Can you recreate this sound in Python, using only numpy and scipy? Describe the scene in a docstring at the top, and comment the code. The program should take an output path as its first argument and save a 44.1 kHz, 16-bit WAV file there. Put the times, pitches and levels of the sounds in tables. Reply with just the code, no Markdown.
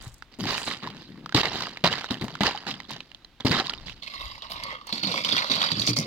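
"""On an open river flat, boots break through thin shell ice; then a dog trots over it, cracking it with its paws.
Each break is a snap of noise, a thud of fading sine waves and a low boom from the hollow under the sheet.
Crushed ice is thousands of random ticks and tiny ringing chips, louder whenever a foot presses down.
High noise fizzes, splinters tick, water gulps, and a light wind brushes a hand-held camera's two microphone ports."""
import sys
import numpy as np
from scipy import signal
from scipy.fft import rfft, irfft, next_fast_len
from scipy.io import wavfile
from scipy.ndimage import uniform_filter1d, map_coordinates

SR = 44100
rng = np.random.default_rng(int(sys.argv[2]) if len(sys.argv) > 2 else 0)


def file_out(sig):
    """Save sig as 16-bit WAV at sys.argv[1]."""
    # one column per channel
    cols = np.atleast_2d(sig).T
    # limit, then scale
    lim = np.clip(cols, -1, 1)
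    pcm = np.round(lim * 32767).astype(np.int16)
    wavfile.write(sys.argv[1], SR, pcm)


N = 267246  # length in samples

# The sheet gives way: t/s, relative thud level/dB, f/Hz, boom of the hollow relative to the thud/dB
BREAKS = [(0.068, -38.5, 99, 11.5), (0.388, -27.5, 270, -18), (1.347, -8.5, 294, -1.5),
          (1.839, -14.5, 174, -17), (2.109, -18, 242, -11), (2.212, -25.5, 230, -14),
          (2.239, -21.5, 205, -16), (2.408, -14, 189, -13), (3.449, -9.5, 269, -5), (3.507, -14, 153, -7),
          (4.927, -25, 223, -34), (5.036, -22.5, 197, -24), (5.07, -23, 176, -22), (5.321, -26, 281, -22),
          (5.5, -24, 264, -17), (5.719, -21.5, 156, -11), (5.767, -23.5, 209, -6), (5.804, -29, 113, -11),
          (5.893, -21.5, 296, 0.5), (5.986, -17, 153.6, -27)]
# Single cracks, loud and faint: t/s, relative level/dB, f/Hz of the broken piece
CRACKS = [(0.223, -28.5, 1410), (0.454, -22, 705), (0.672, -26, 4230), (0.712, -24, 2140),
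          (0.833, -23.5, 1380), (0.873, -26, 1000), (1.26, -25.5, 1280), (1.293, -25.5, 1400),
          (1.324, -24, 1570), (1.347, -8.5, 4200), (1.364, -17.5, 520), (1.377, -9, 1190),
          (1.434, -18, 3670), (1.455, -13, 1950), (1.607, -18, 1090), (1.669, -23, 1180),
          (1.772, -24, 2260), (1.84, -9.5, 3880), (1.8555, -14.5, 3020), (1.865, -11.5, 4010),
          (1.8745, -11.5, 3900), (1.927, -14, 3150), (1.955, -21, 4300), (2.043, -21.5, 1450),
          (2.108, -18.5, 4040), (2.212, -25.5, 3950), (2.282, -26, 1080), (2.353, -23, 1420),
          (2.407, -16, 680), (2.434, -11, 1020), (2.467, -16.5, 1570), (2.575, -26, 2900),
          (2.668, -24.5, 810), (2.712, -19.5, 3240), (2.74, -30, 3340), (2.802, -25.5, 2170),
          (2.906, -26.5, 880), (3.005, -24.5, 2520), (3.116, -36, 2720), (3.147, -29.5, 3560),
          (3.247, -34.5, 3960), (3.406, -24.5, 3470), (3.468, -16, 4250), (3.517, -14, 436),
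          (3.512, -16, 2430), (3.549, -17, 1290), (3.599, -15, 4050), (3.669, -21, 3800),
          (3.696, -16, 4460), (3.736, -22.5, 2510), (3.882, -28, 2160), (3.896, -26, 2570),
          (4.075, -31, 2560), (4.1, -38, 4470), (4.42, -30, 3360), (4.516, -29, 4770), (4.635, -26, 4640),
          (4.925, -19, 4030), (4.978, -22, 4200), (5.034, -23, 3030), (5.071, -21.5, 3920),
          (5.115, -21, 4130), (5.14, -22.5, 1110), (5.175, -23, 2090), (5.247, -16.5, 3100),
          (5.288, -21.5, 2980), (5.42, -21.5, 2100), (5.323, -14, 3380), (5.365, -17, 3250),
          (5.379, -19.5, 2330), (5.513, -16.5, 3660), (5.535, -20, 3860), (5.565, -24, 3150),
          (5.615, -15.5, 3300), (5.646, -24, 3290), (5.716, -13.5, 3940), (5.795, -19.5, 4400),
          (5.817, -20, 3930), (5.873, -13.5, 4430), (5.932, -24, 4880), (5.965, -18, 4520)]
# Ways the sheet bends and rings: multiple of the break's f, level/dB
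SHEET_MODES = [(0.552, -26), (1.002, 9), (1.499, 3.5), (2.1, -4), (3.2, -5)]
# Tone colour of ice under a boot: f/Hz, relative level/dB
BOOT_ICE = [(200, -11.5), (390, -5.5), (1600, -5.5), (2200, -7.5), (3200, -5.5), (4600, -4), (5600, -13),
            (7500, -21.5), (9700, -35), (12000, -31.5), (16000, -36)]
# Tone colour of ice under a paw: f/Hz, relative level/dB
PAW_ICE = [(200, -20), (400, -13.5), (540, 1), (820, -7.5), (1120, -1.5), (1600, -5), (2100, -2.5),
           (3300, 0.5), (4600, 4.5), (5500, -8), (7500, -16.5), (9500, -26), (12000, -21), (16000, -32.5)]
# Tone colour of plates rocking over the hollow: f/Hz, relative level/dB
HOLLOW = [(25, -24.5), (70, -13), (115, -1), (200, 1), (290, 2), (380, -3.5), (550, -14), (1000, -47.5)]
# Tone colour of the quiet air: f/Hz, relative level/dB
AIR = [(35, -32), (60, 0), (301, 1), (417, -7), (1000, -8.5), (4030, -10.5), (8510, -31), (16000, -30)]
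# Tone colour of rime, the crust of frost: f/Hz, relative level/dB
RIME = [(3000, -17), (4800, 3.5), (8500, -2.5), (10500, -4.5), (15500, -8.5)]
# Tone colour of flying splinters: f/Hz, relative level/dB
SPRAY = [(9000, 7.8), (11500, 2.8), (16000, 1.5)]
# Tone colour of wind on the ports: f/Hz, relative level/dB
BUFFET = [(15, -6.5), (40, -1), (140, -15.5), (400, -92)]
# How alike left and right sound: f/Hz, likeness 0-1
ALIKE = [(300, .99), (1200, .94), (2200, .62), (6000, .3), (14000, .2)]
# Balance of the boots' side: f/Hz, left minus right level/dB
BOOT_SIDE = [(700, 3.3), (1100, 0), (1800, -6.5), (2400, -5), (3600, -9), (5500, -5), (7000, -6), (9500, 0)]
# Balance of the dog's side: f/Hz, left minus right level/dB
PAW_SIDE = [(400, -2.5), (1700, -2), (2500, -4.5), (4500, -10), (7500, -7.5), (11000, -2)]
# Echo off the person holding the camera: t/s, delay/ms, strength 0-1
BODY_ECHO = [(3.7, 1.02, .2), (4.3, 1, .24), (5.3, .84, .18)]
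# A foot bears down on the rubble: t/s, relative crunch level/dB, time from touch to release/s,
# time to fade 60 dB/s, relative level of rocking plates/dB, treble minus bass/dB
TREADS = [(0.001, -47, 0.046, 0.25, -59, -6), (0.315, -51, 0.0072, 0.27, -58, 1),
          (0.392, -38, 0.14, 0.069, -32.5, 2), (0.465, -28.5, 0.072, 0.65, -45, -1.5),
          (0.661, -32, 0.062, 0.2, -41, 1), (0.822, -39, 0.018, 0.57, -41, -6.5),
          (0.951, -51.5, 0.078, 0.46, -59, 4.5), (1.081, -58, 0.29, 0.28, -46.5, -7),
          (1.343, -23, 0.068, 0.061, -26.5, 2), (1.427, -29.5, 0.015, 0.7, -42, -7),
          (1.525, -34, 0.11, 0.38, -43, 2), (1.839, -19, 0.0065, 0.22, -31, -8),
          (1.905, -31, 0.023, 0.65, -58, -2), (2.103, -32.5, 0.016, 0.19, -34.5, -0.5),
          (2.209, -33, 0.011, .15, -29.5, -6), (2.276, -43.5, 0.0068, 0.74, -44, 0),
          (2.406, -24.5, 0.0065, 0.11, -24, -1), (2.435, -23, 0.04, 0.19, -49, -5.5),
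          (2.663, -32, 0.029, 0.25, -38, -0.5), (2.887, -40, 0.065, 0.17, -43, 2.5),
          (3.399, -40, 0.0091, 0.063, -48, -4), (3.448, -28, 0.029, 0.19, -23.5, 0.5),
          (3.508, -26, 0.1, 0.088, -34.5, -5), (3.638, -37.5, 0.015, 0.47, -47, 1),
          (3.856, -42.5, 0.026, 0.24, -49, 10.5), (4.02, -41, 0.018, 1.8, -61, 2.5),
          (4.133, -38.5, 0.027, 0.11, -58, 1.5), (4.191, -40, 0.059, 0.54, -82, -1),
          (4.292, -46, 0.081, 0.18, -83, -1), (4.422, -41, 0.025, 0.39, -64, -10),
          (4.495, -37, 0.078, 0.93, -54.5, -8), (4.629, -37.5, 0.1, 0.23, -52, -10),
          (4.867, -37.5, 0.041, .45, -72, -4), (4.923, -34.5, 0.032, 0.77, -46.5, 2),
          (5.029, -30.5, 0.18, 0.34, -39.5, -2), (5.255, -27.5, 0.062, 0.42, -42.5, -3.5),
          (5.322, -31, 0.042, 0.14, -37, 4), (5.364, -26, 0.026, 0.76, -60, -5),
          (5.496, -25.5, 0.04, 0.53, -37, -1), (5.597, -26.5, 0.08, 0.22, -58, -3.5),
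          (5.709, -30.5, 0.01, 0.31, -42, -3), (5.751, -35.5, 0.14, 0.47, -40.5, 1.5),
          (5.878, -28, 0.022, 0.11, -27.5, -2), (5.961, -34.5, 0.028, 0.6, -36.5, -11.5)]
# A fizz of high noise swells and fades: t/s, level/dB, rise/s, time from start to release/s,
# time to fade 60 dB/s, f/Hz of the middle of the fizz hump
FIZZES = [(0.008, -52.5, 0.0056, 0.034, 0.5, 7600), (0.386, -59, 0.016, 0.12, 0.38, 12600),
          (0.478, -44, 0.059, 0.082, 0.1, 6200), (0.571, -45.5, 0.01, 0.12, 0.24, 7700),
          (4.137, -59.5, 0.081, 0.083, 0.61, 12500), (4.493, -51.5, 0.0052, 0.027, 0.21, 12800),
          (5.787, -35, 0.012, 0.03, 0.19, 5500), (5.863, -25.5, 0.0047, 0.036, 0.071, 5260),
          (5.961, -28, 0.0027, 0.036, 0.14, 5200)]
# Puffs of wind: t/s of the peak, relative level/dB
PUFFS = [(0.075, -47), (0.55, -47), (3.85, -43.5), (4.259, -44), (4.59, -51)]
# Water gulps under the broken sheet: t/s, relative level/dB, starting f/Hz
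GULPS = [(2.482, -20, 794), (2.548, -22, 816), (3.603, -18.5, 756), (3.705, -27, 1370)]
# Tiny crystals snap off the rime: t/s, peak level/dB
PINS = [(0.024, -35), (0.047, -40), (0.079, -36), (0.142, -36.5), (0.182, -46), (2.909, -30),
        (4.637, -27.5), (4.87, -30.5)]
# Resonances of the whole plate that the dog first crosses: f/Hz, level/dB
FAR_PLATE = [(1140, 3.5), (2080, -2), (2760, -2.5), (3540, -8.5)]

# Names ending in T60 or t60 are the seconds a sound takes to fade by 60 dB.
DOG_ENTERS, LEAVES_PLATE_S = 4.02, 4.84  # s: the dog's first step; it leaves the first plate
PRESS_S = 0.0053  # s for the weight to come on
SETTLE_DB, SETTLE_T60 = -15.5, 1  # shards keep shifting after each tread
CROSSFADE_DB = -28  # the load at which the two crushed-ice textures are mixed equally
ROCK_RISE_S, ROCK_HOLD, ROCK_RELEASE = 0.0035, 0.54, 2.13  # the last two multiply the tread's own times
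BOOM_HZ, SHEET_LOW_HZ = 117.4, 71  # the air pocket; the sheet radiates little below the second
PIN_T60, SPRAY_DB, SPRAY_T60 = 0.017, -27, 0.099
FIZZ_DB, FIZZ_WIDTH_OCTAVES = 15, 0.47  # height and half-width of the fizz hump
PUFF_S, BREEZE_DB = 0.098, -59.5  # half-width of a puff; relative level of the breeze between puffs
LAG_FROM_HZ = 970  # deeper sounds reach both ports together
MIC_LOW_HZ, TOP_HZ = 30.2, 16000  # bass roll-off and upper limit


def boots():
    """Heavy, slow treads close to the camera break the sheet and crush its pieces."""
    treads, sheet_breaks, snaps = ([r for r in rows if r[0] < DOG_ENTERS] for rows in (TREADS, BREAKS, CRACKS))
    sparse = rubble(BOOT_ICE, rate=600, spread_db=4.5, chip_db=-6)
    dense = rubble(BOOT_ICE, rate=2000, spread_db=3.8, chip_db=-6)
    sound = crunch(treads, sparse, dense, db=0)
    sound += gulps(t60=0.042, attack_s=0.0013, glide_per_s=2.05)
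    sound += strays(treads, BOOT_ICE, db=-17.0, rate=36, t60=0.93)
    sound += breaks(sheet_breaks, thud_db=-2, thud_t60=0.052, attack_s=0.0015, boom_t60=0.081)
    sound += slabs(sheet_breaks, db=-24, hold_s=0.026, t60=0.16)
    sound += cracks(snaps, BOOT_ICE, gain_db=3, rise_s=.0003, snap_t60=.008, tail_t60=.03,
                    ring_db=-4.5, ring_q=6)
    return ports(sound, BOOT_SIDE, lag_ms=0.071)


def dog():
    """Quick, light paws, heard first on the left: brittle rubble with narrow, shifting resonances."""
    treads, sheet_breaks, snaps = ([r for r in rows if r[0] >= DOG_ENTERS] for rows in (TREADS, BREAKS, CRACKS))
    fine = rubble(PAW_ICE, rate=1500, spread_db=3.3, chip_db=-4)
    coarse = rubble(PAW_ICE, rate=600, spread_db=4, chip_db=-4)
    both = patches(np.vstack([fine, coarse]), depth_db=3.2, size=768, count=24)
    fine, coarse = both.reshape(2, 2, N)
    sound = far_plate(crunch(treads, fine, coarse, db=-1.0), direct_db=-2.5, q=10.8)
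    sound += cracks(snaps, PAW_ICE, gain_db=4.5, rise_s=.001, snap_t60=.03, tail_t60=.08,
                    ring_db=-4.5, ring_q=12)
    sound += breaks(sheet_breaks, thud_db=-2.0, thud_t60=0.11, attack_s=0.0033, boom_t60=0.38)
    return ports(sound, PAW_SIDE, lag_ms=-0.34)


def breaks(rows, thud_db, thud_t60, attack_s, boom_t60):
    """The sheet drops, rings as it bends and pumps the air pocket beneath it."""
    thuds, t = np.zeros((2, N)), np.arange(SR // 3) / SR
    onset = 1 - np.exp(-t / attack_s)  # a hard sole drops the sheet at once, a soft paw more gently
    for s, db, hz, boom_db in rows:
        ring = np.zeros(len(t))
        for k, level in SHEET_MODES:
            fade = amp(level + rng.normal(0, 1) - 60 * t * np.sqrt(k) / thud_t60)  # high modes die sooner
            ring += onset * fade * np.sin(2 * np.pi * hz * k * t)
        boom = onset * amp(boom_db - 60 * t / boom_t60) * np.sin(2 * np.pi * BOOM_HZ * t)
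        add(thuds, s, -amp(db + thud_db) * (ring / np.abs(ring).max() + boom) * [[1], [0]])
    return filtered(thuds, lambda hz: 1j * hz / (SHEET_LOW_HZ + 1j * hz))


def cracks(rows, spectrum, gain_db, rise_s, snap_t60, tail_t60, ring_db, ring_q):
    """A crack is a sharp snap and a scatter across the sheet, both resonating in the broken piece."""
    out, t = np.zeros((2, N)), np.arange(SR // 12) / SR
    for s, db, hz in rows:
        scatter = amp(.5 * db - 60 * t / tail_t60)  # small cracks stay dry, big ones scatter
        force = np.minimum(t / rise_s, 1) * (amp(-60 * t / snap_t60) + scatter)
        snap = coloured(rng.standard_normal((2, len(t))) * force, spectrum)
        ring = unit(signal.lfilter(*signal.iirpeak(hz, ring_q, SR), snap))
        sound = unit(snap) + amp(ring_db - .3 * db) * ring  # small pieces fall free and ring more clearly
        add(out, s, amp(db + gain_db) * sound / np.abs(sound).max())
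    return out


def crunch(rows, under_light, under_heavy, db):
    """The load crossfades two crushed-ice textures; flakes sound low, splinters high; then all settles."""
    low, high = np.zeros((2, N))
    for s, level_db, hold_s, t60, _, tilt_db in rows:
        load = press(s, PRESS_S, hold_s, t60)
        settling = amp(SETTLE_DB) * press(s, PRESS_S, hold_s, SETTLE_T60)
        power = amp(level_db) ** 2 * (load ** 2 + settling ** 2)
        low += power / amp(tilt_db)
        high += power * amp(tilt_db)
    # under boots from sparse to dense, under paws from fine and dense to coarser
    share = (low + high) / (low + high + 2 * amp(CROSSFADE_DB) ** 2)
    texture = np.sqrt(1 - share) * under_light + np.sqrt(share) * under_heavy
    flakes = filtered(texture, lambda hz: 1 / (1 + (hz / 2200) ** 4))
    return amp(db) * (flakes * np.sqrt(low) + (texture - flakes) * np.sqrt(high))


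def rubble(spectrum, rate, spread_db, chip_db):
    """Crushed ice: dry ticks, briefly ringing chips and a few faint clinking shards."""
    ticks = crackle(rate, spread_db, life_ms=.45)
    chips = grains(rate, spread_db, life_ms=0.63, low_hz=413, high_hz=5550, size=200)
    clinks = amp(-12) * grains(rate=150, spread_db=1.8, life_ms=5, low_hz=700, high_hz=4800, size=1500)
    crushed = patches(ticks + amp(chip_db) * chips, depth_db=2.4, size=256, count=9)
    mixture = crushed * clumps(rate=70, life_s=.005) + clinks
    return even(coloured(mixture, spectrum), seconds=0.043)


def slabs(rows, db, hold_s, t60):
    """After each break the thick edges of the hole grind past each other: a packed, low crunch."""
    grinding = grains(rate=900, spread_db=3, life_ms=1.6, low_hz=330, high_hz=950, size=500)
    power = sum((amp(thud_db) * press(s, PRESS_S, hold_s, t60)) ** 2 for s, thud_db, *_ in rows)
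    return amp(db) * even(grinding, seconds=.02) * np.sqrt(power)


def far_plate(x, direct_db, q):
    """While it still holds, the plate under the paws sings along in a few steady bands."""
    sung = amp(direct_db) * x
    for hz, db in FAR_PLATE:
        sung = sung + amp(db) * signal.lfilter(*signal.iirpeak(hz, q, SR), x)
    return np.where(np.arange(N) / SR < LEAVES_PLATE_S, sung, x)


def gulps(t60, attack_s, glide_per_s):
    """A pocket of air escapes through the water and rings as a bubble, its pitch creeping up."""
    out, t = np.zeros((2, N)), np.arange(SR // 8) / SR
    for s, db, hz in GULPS:
        ring = np.sin(2 * np.pi * hz * t * (1 + glide_per_s * t / 2)) * (1 - np.exp(-t / attack_s))
        add(out, s, amp(db - 60 * t / t60) * ring * [[1], [0]])
    return out


def strays(rows, spectrum, db, rate, t60):
    """Loose shards tick one by one during and after each tread."""
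    ticks = crackle(rate, spread_db=3.5, life_ms=.8)
    ticks = ticks + grains(rate, spread_db=4, life_ms=2.2, low_hz=900, high_hz=4800, size=600)
    unrest = np.max([amp(level_db) * press(s, PRESS_S, hold_s, t60) for s, level_db, hold_s, *_ in rows], axis=0)
    return amp(db) * unrest * unit(coloured(ticks, spectrum))


def high_fizz():
    """A fizz of high noise swells and fades: fine crackle, boosted around one pitch region each time."""
    crackling, out = coloured(crackle(800, spread_db=4, life_ms=.7), RIME), np.zeros((2, N))
    for s, db, rise_s, hold_s, t60, centre_hz in FIZZES:
        octaves = lambda hz: np.log2((hz + 1) / centre_hz)
        hump = lambda hz: amp(FIZZ_DB * np.exp(-(octaves(hz) / FIZZ_WIDTH_OCTAVES) ** 2))
        out += amp(db) * press(s, rise_s, hold_s, t60) * unit(filtered(crackling, hump))
    return out


def splinters():
    """Pin-sharp ticks of rime, and a spray of the finest splinters whenever a boot breaks the sheet."""
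    out, t = np.zeros((2, N)), np.arange(SR // 8) / SR
    pins = [(s, db, PIN_T60, RIME) for s, db in PINS]
    sprays = [(s, SPRAY_DB + db / 2, SPRAY_T60, SPRAY) for s, db, *_ in BREAKS if s < DOG_ENTERS]
    for s, db, t60, spectrum in pins + sprays:
        burst = coloured(rng.standard_normal((2, len(t))) * amp(-60 * t / t60), spectrum)
        add(out, s, amp(db) * burst / np.abs(burst).max())
    return out


def rocking(db, ring_db):
    """Every tread sets loose plates knocking and wobbling, humming briefly over the hollow under them."""
    knocks = crackle(250, spread_db=4, life_ms=1.5)
    hum = grains(rate=62, spread_db=0.0, life_ms=6.7, low_hz=106.6, high_hz=262.0, size=4000)
    power = np.zeros(N)
    for s, _, hold_s, t60, rock_db, _ in TREADS:
        motion = press(s, ROCK_RISE_S, ROCK_HOLD * hold_s, ROCK_RELEASE * t60)
        power += (amp(rock_db) * motion) ** 2
    wobble = even(coloured(knocks + amp(ring_db) * hum, HOLLOW), seconds=0.013)
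    return amp(db) * np.sqrt(power) * wobble


def echoes(x):
    """A close reflection colours the sound faintly; as its delay shortens, that colour rises in pitch."""
    n, (s, delay_ms, strength) = np.arange(N), np.transpose(BODY_ECHO)
    read_at = n - np.interp(n / SR, s, delay_ms) * SR / 1000
    late = np.array([map_coordinates(side, [read_at], order=3) for side in x])
    return x + np.interp(n / SR, s, strength) * late


def air():
    """A faint hush over the flat, and a breeze with short puffs that brushes the two ports unequally."""
    noise = lambda spectrum: unit(filtered(rng.standard_normal((2, N)), lambda hz: amp(along(spectrum, hz))))
    hush, buffet = noise(AIR), noise(BUFFET)
    t = np.arange(N) / SR
    wind = amp(BREEZE_DB) + sum(amp(db) * np.exp(-((t - s) / PUFF_S) ** 2) for s, db in PUFFS)
    breeze = wind * amp([[0], [-6]]) * (buffet + .5 * buffet[::-1])  # right port softer
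    return amp(-60.5) * ports(hush, BOOT_SIDE, lag_ms=0) + breeze


def ports(pair, side, lag_ms):
    """Two signals become left and right, most alike in the bass; the camera body shades one port."""
    turn = lambda hz: np.arccos(np.clip(along(ALIKE, hz), -1, 1)) / 2
    mid, apart = filtered(pair, lambda hz: np.array([np.cos(turn(hz)), np.sin(turn(hz))]))
    half = np.array([[.5], [-.5]])
    lag_s = lambda hz: lag_ms / 1000 * (1 - 1 / (1 + (hz / LAG_FROM_HZ) ** 6))  # positive: left comes later
    delay = lambda hz: np.exp(-2j * np.pi * hz * half * lag_s(hz))
    return filtered(np.array([mid + apart, mid - apart]), lambda hz: amp(half * along(side, hz)) * delay(hz))


def press(s, rise_s, hold_s, t60):
    """Attack, hold and release of a load or sound that comes on at time s."""
    t = np.maximum(np.arange(N) / SR - s, 0)
    return np.minimum(t / rise_s, 1) * amp(-60 * np.maximum(t - hold_s, 0) / t60)


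def grains(rate, spread_db, life_ms, low_hz, high_hz, size):
    """Tiny fractures at random times, each a fading ring with its own pitch, life and strength."""
    when, pitch, strength, life, *phase = rng.random((int(rate * N / SR), 6)).T
    t = np.arange(size) / SR
    tau = (life_ms / 1000 * 2 ** (2 * life - 1))[:, None]  # half to twice the given life
    hz = (low_hz + pitch * (high_hz - low_hz))[:, None]
    fade = amp(-spread_db * np.log(strength + .02))[:, None] * np.exp(-t / tau) / np.sqrt(tau)
    index = ((when * N).astype(int)[:, None] + np.arange(size)).ravel()
    sides = []
    for p in phase:  # two sets of phases, one a channel
        rings = fade * np.sin(2 * np.pi * (hz * t + p[:, None]))
        sides.append(np.bincount(index, rings.ravel(), N)[:N])
    return unit(np.array(sides))


def crackle(rate, spread_db, life_ms):
    """Toneless ticks: sudden bursts of noise of uneven strength that die away within milliseconds."""
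    when, strength = rng.random((int(rate * N / SR), 2)).T
    kicks = np.bincount((when * N).astype(int), amp(-spread_db * np.log(strength + .02)) ** 2, N)
    energy = signal.lfilter([1], [1, -np.exp(-2000 / (life_ms * SR))], kicks)
    return unit(np.sqrt(energy) * rng.standard_normal((2, N)))


def clumps(rate, life_s):
    """One fracture sets off its neighbours: the grains come in sudden, short flurries."""
    kicks = (rng.random(N) < rate / SR) * rng.exponential(size=N)
    energy = signal.lfilter([1], [1, -np.exp(-1 / (life_s * SR))], kicks)
    return np.sqrt(1 + energy / energy.mean())


def patches(x, depth_db, size, count):
    """Pieces take turns to break, so the colour shifts; longer windows (size) give narrower resonances."""
    z = signal.stft(x, nperseg=size)[2]
    field = uniform_filter1d(rng.standard_normal(z.shape[1:]), size=3, axis=0)
    field = uniform_filter1d(field, size=count, axis=1)  # smooth each resonance over count frames
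    return signal.istft(z * amp(depth_db * unit(field)), nperseg=size)[1][:, :N]


def even(x, seconds):
    """Keep the grain of a texture but hold its slower level near rms 1."""
    width = int(seconds * SR)
    power = np.abs(uniform_filter1d(uniform_filter1d(np.mean(x ** 2, 0), width), width))
    return x / np.sqrt(power + 1e-4 * power.mean())


def coloured(x, spectrum, size=2048):
    """Give x a tone colour without letting anything sound ahead of a click."""
    cepstrum = irfft(np.log(amp(along(spectrum, np.fft.rfftfreq(size, 1 / SR)))))
    fold = np.r_[1, np.full(size // 2 - 1, 2), 1, np.zeros(size // 2 - 1)]  # makes it minimum phase
    response = irfft(np.exp(rfft(cepstrum * fold)))
    return signal.fftconvolve(x, response[None], axes=1)[:, :x.shape[1]]


def filtered(x, response):
    """Multiply the frequencies of x by a response, which may also shift their phase."""
    size = x.shape[-1]
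    m = next_fast_len(size + 4096)  # spare room so the end does not wrap onto the start
    return irfft(rfft(x, m) * response(np.fft.rfftfreq(m, 1 / SR)), m)[..., :size]


def along(points, hz):
    """Read between (f/Hz, value) points on a log axis."""
    f, v = np.transpose(points)
    return np.interp(np.log(hz + 1), np.log(f + 1), v)


def add(track, s, sound):
    """Mix a sound in at time s."""
    part = track[:, max(round(s * SR), 0):][:, :sound.shape[1]]
    part += sound[:, :part.shape[1]]


def amp(db):
    """Decibels to gain."""
    return 10 ** (np.asarray(db) / 20)


def unit(x):
    """Scale to rms 1."""
    return x / np.sqrt(np.mean(x ** 2) + 1e-20)


def scene():
    """Ice and wind on the open flat, with no walls to answer."""
    ice = echoes(boots() + dog() + high_fizz() + splinters())
    plates = ports(rocking(db=1.0, ring_db=-16.5), BOOT_SIDE, lag_ms=0)
    return ice + plates + air()


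def record(dry):
    """The camera thins the deepest bass, rounds off the loudest peaks and keeps nothing above its limit."""
    thin = filtered(dry, lambda hz: 1j * hz / (MIC_LOW_HZ + 1j * hz))
    rounded = thin / (1 + np.abs(thin / .75) ** 6) ** (1 / 6)
    return filtered(rounded, lambda hz: hz < TOP_HZ)


dry = scene()
out = record(dry)
file_out(out)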